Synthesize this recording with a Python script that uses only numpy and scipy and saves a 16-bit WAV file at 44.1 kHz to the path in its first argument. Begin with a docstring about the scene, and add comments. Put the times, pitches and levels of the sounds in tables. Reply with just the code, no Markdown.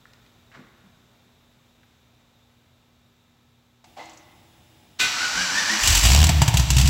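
"""A V8 car cold-starts in a garage, on one microphone close behind the tailpipes.
Over a faint hum come small ticks and the clunk of the brake pedal; the fuel pump primes, an actuator
rings and a ratchet clicks. Under the car the starter's pinion slams into the flywheel and grinds.
The engine catches, flares and stumbles: each firing pushes out a boom and a puff of gas, and the hard
ones pop, hiss and bark in the pipes. The walls echo clicks, clunks, starter and pipes."""
import sys
import numpy as np
from scipy import signal
from scipy.fft import rfft, irfft, next_fast_len
from scipy.io import wavfile
from scipy.ndimage import uniform_filter1d, minimum_filter1d, map_coordinates

SR = 44100
rng = np.random.default_rng(int(sys.argv[2]) if len(sys.argv) > 2 else 0)


def wrap_up_sound(samples):
    """Save the sound to the file named by the first command line argument, as 16-bit audio."""
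    columns = np.atleast_2d(samples).T
    # keep every value between -1 and 1, then stretch to whole-number steps
    tamed = np.clip(columns, -1, 1)
    steps = np.round(tamed * 32767).astype(np.int16)
    wavfile.write(sys.argv[1], SR, steps)


N = 303849
T = np.arange(N) / SR


def amp(db):
    """Decibels to gain."""
    return 10 ** (np.asarray(db) / 20)


def unit(x):
    """Scales to rms 1."""
    return x / np.sqrt(np.mean(x ** 2) + 1e-20)


def read(points, hz):
    """Reads a spectrum on a log-frequency axis."""
    f, value = np.transpose(points)
    return np.interp(np.log(hz + 1), np.log(f), value)


def curves(rows):
    """Each column of a timed table, sample by sample."""
    s, *columns = np.transpose(rows)
    return [np.interp(T, s, c) for c in columns]


def ramp(start, length):
    """Rises from 0 to 1."""
    return np.clip((T - start) / length, 0, 1)


def swell(start, rise, hold, decay):
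    """Rises, holds, then dies away."""
    return ramp(start, rise) * np.exp(-np.maximum(T - start - rise - hold, 0) / decay)


def add(mix, s, sound):
    """Lays a sound into the mix at s seconds."""
    part = mix[max(round(s * SR), 0):][:len(sound)]
    part += sound[:len(part)]


def peaks_db(hz, resonances):
    """Level of bell-shaped resonances at a frequency."""
    return sum(db * np.exp(-2 * ((hz - f) / width) ** 2) for f, width, db in resonances)


def colour(x, spectrum, resonances=()):
    """Filters a sound by a spectrum with resonances on top; rms 1."""
    size = next_fast_len(N)
    hz = np.fft.rfftfreq(size, 1 / SR)
    gain = amp(read(spectrum, hz) + peaks_db(hz, resonances))
    return unit(irfft(rfft(x, size) * gain, size)[:N])


def noise(spectrum, resonances=()):
    """Noise of a given colour, rms 1."""
    return colour(rng.standard_normal(N), spectrum, resonances)


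def band(db, hz, octaves, size=N):
    """Noise in one broad resonance."""
    even = size + size % 2
    away = np.log2((np.fft.rfftfreq(even, 1 / SR) + 1) / hz) / octaves
    spectrum = rfft(rng.standard_normal(even)) / (1 + away ** 2 / 2) ** 2
    return amp(db) * unit(irfft(spectrum, even))[:size]


def drift(hz):
    """Slow random motion, rms 1."""
    knots = rng.standard_normal(4096)
    return unit(map_coordinates(knots, [T * hz], order=2, mode="wrap"))


def tones(lines, waver):
    """Steady lines that waver a little in pitch."""
    return sum(amp(db) * np.sqrt(2) * np.sin(2 * np.pi * hz * T + waver * drift(6.7))
               for hz, db in lines)


def ring(modes, start, rise):
    """Modes struck at one moment."""
    t, out = np.arange(SR) / SR, np.zeros(N)
    ringing = sum(amp(db - 60 * t / t60) * np.sin(2 * np.pi * (hz * t + rng.random()))
                  for hz, db, t60 in modes)
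    add(out, start, np.minimum(t / rise, 1) * ringing)
    return out


# garage air all round the microphone: f/Hz, relative level/dB
AIR_SPECTRUM = [(15, -30), (35, -7), (80, -5), (125, -3), (200, -9), (300, -11.5), (450, -13.5), (800, -14),
                (1800, -19.5), (3000, -19.5), (5000, -24.5), (8000, -26.5), (15500, -22)]
# hum in the room: f/Hz, level/dB
HUM_LINES = [(86, -74), (120, -71), (240, -69), (1303, -84), (2369, -83.5), (2724, -87)]


def room_tone():
    """A faint hum in air that grows quieter, then settles."""
    air_db = -57.6 - 1.4 * np.minimum(T, 3.8)
    return amp(air_db) * noise(AIR_SPECTRUM, [(3710, 520, 7.6)]) + tones(HUM_LINES, waver=.3)


# ticks and knocks about the car: t/s, level/dB, centre f/Hz, width/octaves, decay/s
SMALL_KNOCKS = [(.055, -37, 1400, .33, .0015), (.134, -46.5, 3100, 1.2, .0027),
                (.262, -56, 2800, .81, .0059), (.517, -53, 1660, .86, .04), (.83, -56, 191, .18, .045),
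                (1.832, -56, 1700, .54, .0065), (3.842, -50, 790, .22, .015),
                (3.843, -49.5, 2300, 1.9, .012)]


def ticks():
    """Each tick is a band of noise that dies at once."""
    t, out = np.arange(8192) / SR, np.zeros(N)
    for s, db, hz, octaves, decay in SMALL_KNOCKS:
        add(out, s, band(db, hz, octaves, size=len(t)) * np.exp(-t / decay))
    return out


def brake_pedal():
    """Inside the car the pedal returns with a rattle and a thud."""
    rattle = band(db=-48.3, hz=1280, octaves=1.02) * swell(start=.536, rise=.011, hold=.004, decay=.048)
    thud = band(db=-49.5, hz=192, octaves=1.06) * swell(start=.555, rise=.016, hold=.031, decay=.03)
    return rattle + thud


# the pump's rush: f/Hz, relative level/dB
RUSH_SPECTRUM = [(30, -14), (85, 4), (130, 2.5), (190, -4), (260, -8), (330, 1.5), (410, -11.5), (780, -8),
                 (1150, -16), (3550, -12.5), (4400, -19), (8000, -23), (12000, -45)]
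# its whine: f/Hz, level/dB
PUMP_LINES = [(721, -77), (851, -73.5), (2837, -78), (3607, -77), (4818, -84), (5200, -78), (10390, -72),
              (15601, -69)]


def fuel_pump():
    """The pump primes and runs on with a rush, a fizz and a thin whine."""
    rush = amp(-59) * noise(RUSH_SPECTRUM)
    fizz = band(db=-62.5, hz=11600, octaves=.75)
    return (rush + fizz + tones(PUMP_LINES, waver=1.3)) * ramp(3.85, .019)


# the actuator's ring at its end stop: f/Hz, relative level/dB, t60/s
END_STOP_MODES = [(750, -45, .3), (1995, -41, .25), (2030, -47, .42), (2110, -46, .3), (4200, -55, .4)]


def actuator():
    """An actuator travels, rings at its end stop and runs down; a panel sounds with it."""
    travel = band(db=-42.3, hz=740, octaves=.5) * swell(start=3.965, rise=.009, hold=.047, decay=.023)
    panel = band(db=-54, hz=315, octaves=.13) * swell(start=3.97, rise=.025, hold=.04, decay=.06)
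    run_down = band(db=-48.3, hz=2400, octaves=1.3) * swell(start=3.96, rise=.018, hold=.04, decay=.095)
    return travel + panel + run_down + ring(END_STOP_MODES, start=3.992, rise=.0035)


# the ratchet's click in each direction: level/dB, centre f/Hz
RATCHET_CLICKS = [(-50.5, 6900), (-47.3, 6100)]


def ratchet(start_s=4.056, step_s=.039):
    """A ratchet clicks to and fro in four even steps."""
    t, out = np.arange(8192) / SR, np.zeros(N)
    for step, (db, hz) in enumerate(RATCHET_CLICKS * 2):
        click = band(db, hz, octaves=.33, size=len(t)) * np.exp(-t / .0098)
        add(out, start_s + step * step_s, click)
    return out


# the pinion's ring on the flywheel: f/Hz, relative level/dB, t60/s
PINION_MODES = [(1505, -21, 0.59), (2040, -20.5, 0.34), (2130, -38, 0.24), (2460, -15, 0.2),
                (2649, -36, .2), (2750, -28, 0.41), (3890, -27, 0.12)]
# the crash of that blow: f/Hz, relative level/dB
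CRASH_SPECTRUM = [(35, -43), (80, -15), (320, -15), (550, -22), (1100, -11), (1800, -9), (2500, 1.5),
                  (3150, -5.5), (3800, 0.5), (5000, -9.5), (7500, -8.5), (15500, -18.5)]
ENGAGE_S, RELEASE_S = 4.987, 5.776


def pinion_strike():
    """At the car's far end the pinion hits the flywheel; its clang is damped once the teeth mesh."""
    envelope = ramp(ENGAGE_S, .014) ** 2 * np.exp(-np.maximum(T - 5.02, 0) / .046)
    crash = amp(-19.5) * noise(CRASH_SPECTRUM) * envelope
    clang = ring(PINION_MODES, start=4.995, rise=.025) * amp(-.5 - 10 * ramp(5.055, .04))
    return crash + clang


# grinding teeth under the car: f/Hz, relative level/dB
GRIND_SPECTRUM = [(24, -33), (55, -12), (140, -14), (270, -4.5), (400, -13.5), (650, -8), (880, -1.5),
                  (1500, 0), (2600, -2), (3600, -3.5), (6000, 0), (7500, -5), (11000, -11), (15500, -20)]
# the bell housing's resonances: f/Hz, width/Hz, gain/dB
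HOUSING_MODES = [(1530, 76, 3), (2330, 73, 3.5), (2950, 240, 5.5), (3510, 81, 1), (4050, 390, 2.5),
                 (4660, 180, 3), (5500, 330, 1), (6190, 230, 3), (6420, 290, -5)]
# housing modes that sing as the gear pitch meets them: f/Hz, width/Hz, gain/dB
SINGING_MODES = [(1460, 40, 6), (1530, 40, 8.5), (1665, 50, 4), (1800, 40, 7)]


def starter(start_hz=1190, climb_hz_per_s=835, teeth_per_stroke=272):
    """Gears grind and whine up in pitch, slowing at each compression and surging after it."""
    cranked_s = np.clip(T - ENGAGE_S, 0, 1)
    steady_hz = start_hz + climb_hz_per_s * cranked_s
    strokes = np.cumsum(steady_hz) / SR / teeth_per_stroke
    surge = np.cos(2 * np.pi * (strokes - np.interp(5.225, T, strokes)))  # a crest falls at 5.225 s
    mesh_hz = steady_hz * (1 + .055 * surge)
    teeth = np.cumsum(mesh_hz * (1 + .017 * drift(160))) / SR
    turns = teeth / 17.6  # the gear train turns far slower than its teeth meet
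    motor = np.sin(4 * np.pi * turns) + amp(-7) * np.sin(6 * np.pi * turns + drift(20))

    whine = sum(amp(db) * np.sin(2 * np.pi * k * teeth) for k, db in [(1, 0), (2, -12), (3, -14)])
    whine *= 1 + .48 * np.sin(2 * np.pi * turns) + .5 * drift(60)  # off-centre gears throw sidebands
    whine *= amp(-34.5 + 2 * cranked_s + 6 * surge + peaks_db(mesh_hz, SINGING_MODES)) * ramp(5.09, .1)

    # the same rough tooth faces come round on every turn, over chance rattle
    faces = rng.standard_normal(512)
    scrape = unit(map_coordinates(faces, [(turns % 1) * len(faces)], order=1, mode="wrap"))
    rattle = rng.standard_normal(N) * unit(amp(motor + 1.6 * drift(500)))
    grind = colour(rattle + .85 * scrape, GRIND_SPECTRUM, HOUSING_MODES)
    grind *= amp(-28.7 + 7.2 * cranked_s + 1.1 * surge)

    groan = motor * (1 + .6 * drift(50))
    groan *= amp(-46.5 + 6 * cranked_s + 6 * surge) * ramp(5.34, .04)
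    engaged = ramp(ENGAGE_S, .013) * (1 - ramp(RELEASE_S, .35))
    loaded = 1 - ramp(RELEASE_S, .09)
    return engaged * (grind + loaded * (groan + whine))


def chuff():
    """Unburnt air leaves the pipes during cranking."""
    return band(db=-48.5, hz=55, octaves=.57) * swell(start=5.335, rise=.03, hold=.032, decay=.04)


# the engine catches, flares, sags and recovers: t/s, firing rate/Hz, relative boom level/dB
ENGINE_RUN = [(5.84, 42, -30), (6.014, 48, -18.5), (6.15, 70, -13.5), (6.216, 77, -12), (6.298, 81, -20),
              (6.362, 75, -18), (6.46, 66, -20), (6.754, 62, -17.5), (6.89, 69, -13)]
# misfires dip the boom and, less, the gas: t/s, length/s, boom gain/dB
MISFIRE_DIPS = [(6.017, .035, -13), (6.5, .095, -13), (6.672, .06, -13)]
# exhaust orders: multiple of the firing rate, relative level/dB
EXHAUST_ORDERS = [(.625, -17), (1, 1), (1.5, -19), (2, -13), (2.5, -31), (3, -27), (4, -37)]
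# the burble of uneven cylinders: f/Hz, relative level/dB
BURBLE_SPECTRUM = [(25, -37), (45, -8), (70, 0), (120, 3.5), (175, -2.5), (220, -8), (300, -8.5),
                   (370, -24), (700, -31)]
# gas leaving the pipes, close to the microphone: f/Hz, relative level/dB
GAS_SPECTRUM = [(250, -26), (400, -13.5), (520, -23), (660, -10.5), (900, -5.5), (1200, -8.5), (2000, -5),
                (2800, -1), (4000, -1), (6800, -1), (8200, 1), (11000, -3.5), (15500, -5.5)]
# the tailpipes' cross modes: f/Hz, width/Hz, gain/dB
PIPE_MODES = [(2800, 610, 3.5), (4780, 250, 3), (5120, 150, -6), (5700, 1100, 2.5), (7540, 450, 3.5),
              (10000, 160, -2)]
# a hard firing's bark in the pipe: f/Hz, relative level/dB
BARK_SPECTRUM = [(100, -32), (280, -4), (400, -17.5), (540, -15), (650, 0), (980, -0.5), (1200, -15),
                 (1800, -8.5), (2800, -8.5), (6000, -35)]


def exhaust(throttle_s=6.12, closing_s=.17):
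    """Each firing pushes out a pressure wave and a puff of gas, which cracks and barks in the flare."""
    firing_hz, boom_db = curves(ENGINE_RUN)
    firings = np.cumsum(firing_hz) / SR
    misfire_db = sum(db * np.exp(-(2 * (T - s) / length) ** 2) for s, length, db in MISFIRE_DIPS)
    # eight firings make one cycle, so every order is a whole number of eighths
    orders = -sum(amp(db) * np.sin(2 * np.pi * k * firings) for k, db in EXHAUST_ORDERS)
    boom = amp(boom_db + misfire_db + 1) * (orders + amp(-13.5) * noise(BURBLE_SPECTRUM))

    # the gas is loud on the rich first firings, falls as the throttle closes, then creeps back
    shut = ramp(throttle_s, closing_s)
    idle_db = -32.5 + 10 * (T - throttle_s - closing_s)
    gas_db = -19 * (1 - shut) + idle_db * shut + .25 * misfire_db
    puff = np.exp(-(firings % 1) / .25) * amp(3 * drift(60))
    hiss = noise(GAS_SPECTRUM, PIPE_MODES)
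    dull = signal.sosfilt(signal.butter(1, 9000, fs=SR, output="sos"), hiss)  # slow gas is duller
    gas = amp(gas_db) * unit(1.8 + puff) * (hiss + shut * (dull - hiss))

    crack_db = -19.2 + .15 * (firing_hz - firing_hz.max())  # harder with speed
    blast = noise(GAS_SPECTRUM, PIPE_MODES) + amp(-8.5) * noise(BARK_SPECTRUM)
    crack = amp(crack_db) * unit(puff) * blast
    flare = ramp(6.03, .03) * (1 - ramp(6.22, .04))
    return boom * ramp(5.82, .03) + gas * ramp(5.78, .08) + crack * flare


# hard firings at the pipe mouths: t/s, then relative level/dB of hiss, bark and thump
HARD_FIRINGS = [(5.834, -21, -50, -25), (5.873, -10.3, -48, -18), (5.901, -26, -45, -14),
                (5.9264, -23, -32, -18), (5.9483, -12.5, -42, -23), (5.9712, -17.5, -40, -24),
                (6.035, -21, -27, -14), (6.055, -17, -32, -17), (6.239, -17, -26, -35),
                (6.2665, -22, -40, -32), (6.2904, -18.5, -16.5, -11), (6.4169, -16, -15, -6),
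                (6.4783, -19.5, -22, -8.5), (6.5393, -23, -23, -10), (6.5699, -18, -35, -18),
                (6.595, -23, -27, -10), (6.7024, -17.3, -34, -16), (6.7658, -20, -35, -8.5),
                (6.782, -20, -31, -14), (6.797, -25, -37, -15), (6.8114, -23, -36, -19),
                (6.856, -25, -34, -12.5), (6.873, -21, -42, -30)]


def pops(thump_order=1.76):
    """A hard firing: a crack of gas, a bark that lingers in the pipe, a low thump from the muffler."""
    t, out = np.arange(4096) / SR, np.zeros(N)
    firing_hz = curves(ENGINE_RUN)[0]
    hiss = amp(3.6) * noise(GAS_SPECTRUM, PIPE_MODES + [(12000, 6000, 2)])  # fast gas is brighter
    bark = noise(BARK_SPECTRUM)
    burst = np.minimum(t / .0015, 1) * np.exp(-np.maximum(t - .004, 0) / .0078)
    linger = np.minimum(t / .0014, 1) * np.exp(-t / .011)
    for s, hiss_db, bark_db, thump_db in HARD_FIRINGS:
        now = np.minimum(round(s * SR) + np.arange(len(t)), N - 1)
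        thump_hz = thump_order * firing_hz[now[0]]
        swings = thump_hz * t - .92  # the muffler swings up within one cycle and dies in the next
        thump = np.cos(2 * np.pi * swings) * np.exp(-(swings / .82) ** 2) * np.minimum(t / .0024, 1)
        gas = amp(hiss_db) * burst * hiss[now] + amp(bark_db) * linger * bark[now]
        add(out, s, gas + amp(thump_db) * thump)
    return out


# the garage's reverberation: f/Hz, t60/s
WALL_DECAY = [(100, 1.27), (500, 1.06), (1400, 1.62), (4000, 0.95), (8000, 0.18), (15000, 0.86)]


def garage(x):
    """Dense wall reflections, each band dying at its own speed; deep bass escapes by the open door."""
    taps = rng.standard_normal(SR) * (rng.random(SR) < .1) * ramp(.006, .0035)[:SR]
    hz, t, bands = signal.stft(taps, SR, nperseg=256)
    decay = amp(-60 * t / read(WALL_DECAY, hz)[:, None])
    tail = signal.istft(bands * decay, SR, nperseg=256)[1]
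    bright = signal.sosfilt(signal.butter(2, 140, "high", fs=SR, output="sos"), x)
    return signal.fftconvolve(bright, tail / np.linalg.norm(tail))[:N]


def scene():
    """Walls echo clicks, clunks, starter and, a little less, the near pipes; pump and hum stay dry."""
    clicks = ticks() + ratchet()
    clunks = brake_pedal() + actuator()
    crank = pinion_strike() + starter() + chuff()
    pipes = exhaust() + pops()
    walls = garage(amp(-6.5) * (clicks + crank) + amp(-7) * clunks + amp(-8) * pipes)
    mono = room_tone() + fuel_pump() + clicks + amp(-.5) * (clunks + crank) + pipes + walls
    return np.array([mono, mono])


# the microphone's response: f/Hz, gain/dB
MIC_RESPONSE = [(10, -40), (25, -15), (45, 1.5), (7850, 0), (8500, -9), (16000, -8.5)]
LIMITER_CEILING, BAND_LIMIT_HZ = .72, 15900


def record(dry):
    """A mono microphone with no deep bass and a step down in the treble; a limiter; a band limit."""
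    size = next_fast_len(N + 8192)
    response = amp(read(MIC_RESPONSE, np.fft.rfftfreq(size, 1 / SR)))
    heard = irfft(rfft(dry, size) * response, size)[:, :N]
    allowed_gain = LIMITER_CEILING / np.maximum(abs(heard).max(0), LIMITER_CEILING)
    limited = heard * uniform_filter1d(minimum_filter1d(allowed_gain, size=241), size=241)
    lowpass = signal.firwin(511, BAND_LIMIT_HZ, window=("kaiser", 9), fs=SR)
    return signal.oaconvolve(limited, lowpass[None], "same", axes=1)


dry = scene()
out = record(dry)
wrap_up_sound(out)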